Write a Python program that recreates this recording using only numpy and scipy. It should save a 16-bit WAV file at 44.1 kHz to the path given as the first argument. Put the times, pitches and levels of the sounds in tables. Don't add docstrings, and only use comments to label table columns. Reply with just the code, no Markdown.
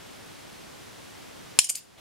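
import sys
import numpy as np
from scipy import signal
from scipy.fft import rfft, irfft
from scipy.io import wavfile
from scipy.ndimage import uniform_filter1d, minimum_filter1d

SR = 44100
rng = np.random.default_rng(int(sys.argv[2]) if len(sys.argv) > 2 else 0)


def unload_audio(sound):
    columns = np.transpose(np.atleast_2d(sound))
    steps = np.round(np.clip(columns, -1, 1) * 32767)
    wavfile.write(sys.argv[1], SR, steps.astype(np.int16))


N = 88596

# (frequency [Hz], density [dB per Hz])
HISS_COLOUR = [(18, -30), (30, -11), (114, -1), (220, -3.5), (370, -5.5), (700, -6.5), (1100, -7.5),
               (1700, -8.5), (2400, -9.5), (3300, -10), (4500, -12.5), (6000, -14.3), (8000, -17),
               (11000, -20), (15700, -28.5)]
# (frequency [Hz], correlation [-1 to 1])
HISS_LIKENESS = [(30, .7), (60, .16), (130, -0.3), (290, -0.78), (640, -0.49), (1410, 0.3), (3100, 0.58),
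                 (6820, 0.47), (15000, .18)]
# (frequency [Hz], level [dB], t60 [s])
BANK_MODES = [(760, -25, .011), (1950, -21, .008), (2640, -3, .006), (3490, -10, .009), (4280, -16, .02),
              (5050, -16, .024), (5290, -5, .012), (6450, -16, .022), (7030, -12, .018), (7235, -6, .024),
              (7670, -19, .027), (8780, -8, .014), (9330, -10, .023), (9640, -12, .017), (10030, -14, .017),
              (10350, -11, .01), (11400, -19, .015)]
# (frequency [Hz], level [dB])
CRACK_COLOUR = [(60, -30), (300, -18), (520, -29), (750, -9.5), (1200, -11), (2500, -9), (7000, -4),
                (11000, -0.5), (13000, -13), (16000, -17)]
# (frequency [Hz], t60 [s])
ROOM_T60 = [(300, 0.3), (3000, 0.27), (8000, 0.21), (15000, 0.3)]
# (frequency [Hz], level [dB])
ROOM_COLOUR = [(300, -14), (1500, -22.5), (3000, -11), (7000, -10), (14000, -18)]
# (time [s], tick [dB], treble tilt [dB per TILT_HZ], ring [dB], chime [dB])
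CONTACTS = [(1.5930, 0.5, -9, -9.5, -55), (1.6437, -12.5, -1, -15, -60), (1.6472, -18.5, 7, -17.5, -58),
            (1.6713, -22, -20, -29, -70), (1.6898, -15, -6, -37, -48), (1.6932, -10, -3, -20, -42),
            (1.6955, -7, -1, -24, -36), (1.6976, -9, 11, -9.5, -37), (1.7009, -5, 0, -13, -26),
            (1.7509, -20, -15, -29, -50), (1.7536, -14, -9, -17, -36), (1.7553, -14, 3, -23, -40)]
# (frequency [Hz], level [dB])
TICK_COLOUR = [(200, -38), (1400, -38), (2400, -3.5), (4000, -5.5), (7200, 3), (9500, 7), (12000, -7),
               (16000, -17)]
# (frequency [Hz], level [dB], t60 [s])
PENNY_MODES = [(2270, -19, .022), (2970, -12, .028), (4930, -10, .04), (5200, -14, .04), (5750, -15, .028),
               (6220, -14, .04), (6520, -10, .03), (6900, -8, .032), (7230, -6, .035), (8430, -9, .035),
               (8810, -5, .026), (9080, -11, .05), (9350, -6, .05), (10700, -10, .028)]
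# (frequency [Hz], level [dB], t60 [s])
CHIME_MODES = [(12600, 4.5, 0.068), (13400, -3, .04)]
# (frequency [Hz], level [dB], t60 [s])
KNOCK_MODES = [(696, -32, 0.014), (1250, -29, 0.006)]
# (time [s], level [dB])
SKITTER_LEVEL = [(1.760, -38), (1.778, -33), (1.791, -39), (1.803, -51)]
# (frequency [Hz], level [dB])
SKITTER_TONE = [(200, -23), (1500, -15), (2700, -4), (4000, -7), (5100, 1), (6200, -11), (7300, -3.5),
                (10000, -7), (13000, -3), (16000, -18)]
# (time [s], level [dB])
RUSTLE_LEVEL = [(1.955, -69), (1.983, -45), (2.009, -41.5)]
# (frequency [Hz], level [dB])
RUSTLE_TONE = [(100, -0.5), (600, 2), (1500, -10), (3500, 0), (5000, -13), (15000, -20)]
# (frequency [Hz], level [dB], t60 [s])
TAP_MODES = [(480, -40, 0.028), (3470, -32.5, .06)]

HISS_DB = -49
LANDING_S, LANDING_DB = 1.5889, 13.5
CRACK_DB, CRACK_T60_S, TICK_T60_S = -7.5, 0.012, 0.0091
BUILD_S, RISE_S = 0.0009, 0.00015
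MIC_DELAY_S = 0.000011
BURST_LIKENESS = 0.82
TILT_HZ, STRIKE_SPREAD_DB = 9000, 1.6
KNOCK_S, TAP_S = 1.7068, 2.002
SKITTER_PER_S, SKITTER_T60_S = 2500, 0.012
LEFT_DB = 0.6
ROOM_DELAY_S = 0.0032
NEAR_DB, NEAR_T60_S = 0, 0.035
SEND_RING_DB, SEND_CRACK_DB, SEND_BOUNCE_DB = -8, 5.5, 3.5
THRESHOLD_DB, MAX_CUT_DB, RECOVER_DB_PER_S = -17, 11.5, 9.5
CEILING = 1.15
EDGE_HZ = 15850


def amp(db):
    return 10 ** (np.asarray(db) / 20)


def read(points, hz):
    f, value = np.transpose(points)
    return np.interp(np.log(hz + 1), np.log(f + 1), value)


def add(mix, s, sound):
    part = mix[:, round(s * SR):][:, :sound.shape[1]]
    part += sound[:, :part.shape[1]]


def noise(colour, likeness, size):
    hz = np.fft.rfftfreq(size, 1 / SR)
    mid, side = rfft(rng.standard_normal((2, size))) * amp(read(colour, hz))
    correlation = np.clip(read(likeness, hz), -.85, .99)
    side = side * np.sqrt((1 - correlation) / (1 + correlation))
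    return irfft([mid + side, mid - side], size) / irfft(mid, size).std()


def hiss():
    return amp(HISS_DB) * noise(HISS_COLOUR, HISS_LIKENESS, N)


def ring(modes, size=8192):
    out = np.zeros((2, size))
    for hz, db, t60 in modes:
        start = BUILD_S * rng.random()
        t = np.maximum(np.arange(size) / SR - start, 0)
        side = rng.choice([-1, 1]) * np.array([[.5], [-.5]])
        phase = 2 * np.pi * rng.random() + 2 * np.pi * hz * MIC_DELAY_S * side
        envelope = amp(db - 60 * t / t60) * (1 - np.exp(-t / RISE_S))
        out += envelope * np.sin(2 * np.pi * hz * t + phase)
    return out


def burst(colour, t60, tilt_db=0, size=8192):
    t = np.arange(size) / SR
    tilted = [(hz, db + tilt_db * max(hz / TILT_HZ - .5, 0)) for hz, db in colour]
    envelope = (1 - np.exp(-t / RISE_S)) * amp(-60 * t / t60)
    return noise(tilted, [(1, BURST_LIKENESS)], size) * envelope


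def landing():
    body, crack = np.zeros((2, 2, N))
    add(body, LANDING_S, amp(LANDING_DB) * ring(BANK_MODES))
    add(crack, LANDING_S, amp(LANDING_DB + CRACK_DB) * burst(CRACK_COLOUR, CRACK_T60_S))
    return body + crack, amp(SEND_RING_DB) * body + amp(SEND_CRACK_DB) * crack


def room(x, size=22050):
    hz, t, z = signal.stft(rng.standard_normal((2, size)), SR, nperseg=256)
    t60 = read(ROOM_T60, hz)[:, None]
    decay = amp(-60 * t / t60) + amp(NEAR_DB - 60 * t / NEAR_T60_S)
    tail_norm = np.sqrt(2 * np.log(1000) / (t60 * SR))
    z = z * decay * amp(read(ROOM_COLOUR, hz)[:, None]) * tail_norm
    response = signal.istft(z, SR)[1]
    out = np.zeros((2, N))
    add(out, ROOM_DELAY_S, signal.fftconvolve(x, response, axes=1))
    return out


def bounces():
    out = np.zeros((2, N))
    for s, tick_db, tilt_db, ring_db, chime_db in CONTACTS:
        modes = [(hz, db + STRIKE_SPREAD_DB * rng.standard_normal(), t60) for hz, db, t60 in PENNY_MODES]
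        tick = amp(tick_db) * burst(TICK_COLOUR, TICK_T60_S, tilt_db)
        body = amp(ring_db) * ring(modes)
        chime = amp(chime_db) * ring(CHIME_MODES)
        add(out, s, tick + body + chime)
    return out


def knock():
    out = np.zeros((2, N))
    add(out, KNOCK_S, ring(KNOCK_MODES))
    return out


def skitter():
    s, db = np.transpose(SKITTER_LEVEL)
    ticks = (rng.random(N) < SKITTER_PER_S / SR) * rng.exponential(1, N)
    chatter = signal.lfilter([1], [1, -amp(-60 / (SKITTER_T60_S * SR))], ticks)
    level = amp(np.interp(np.arange(N) / SR, s, db, left=-np.inf, right=-np.inf))
    return level * np.sqrt(chatter / chatter.mean()) * noise(SKITTER_TONE, [(1, 0.8)], N)


def hand():
    s, db = np.transpose(RUSTLE_LEVEL)
    level = amp(np.interp(np.arange(N) / SR, s, db, left=-np.inf))
    out = noise(RUSTLE_TONE, [(1, 0.59)], N) * level
    add(out, TAP_S, ring(TAP_MODES))
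    return out


def scene():
    clack, clack_send = landing()
    rattle = bounces() + knock() + skitter()
    direct = (clack + rattle) * amp([[LEFT_DB], [-LEFT_DB]])
    answer = room(clack_send + amp(SEND_BOUNCE_DB) * rattle)
    return direct + answer + hand() + hiss()


def record(dry):
    power = uniform_filter1d((dry ** 2).mean(0), size=44)
    power_db = 10 * np.log10(abs(power) + 1e-12)
    over_db = np.clip(power_db - THRESHOLD_DB, 0, MAX_CUT_DB)
    ramp = np.arange(N) / SR * RECOVER_DB_PER_S
    cut_db = np.maximum.accumulate(over_db + ramp) - ramp
    ducked = dry * amp(-uniform_filter1d(cut_db, size=30))
    allowed = CEILING / np.maximum(abs(ducked).max(0), CEILING)
    limited = ducked * uniform_filter1d(minimum_filter1d(allowed, size=13), size=13)
    lowpass = signal.firwin(767, EDGE_HZ, window=("kaiser", 8), fs=SR)
    return signal.oaconvolve(limited, lowpass[None], "same")


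dry = scene()
out = record(dry)
unload_audio(out)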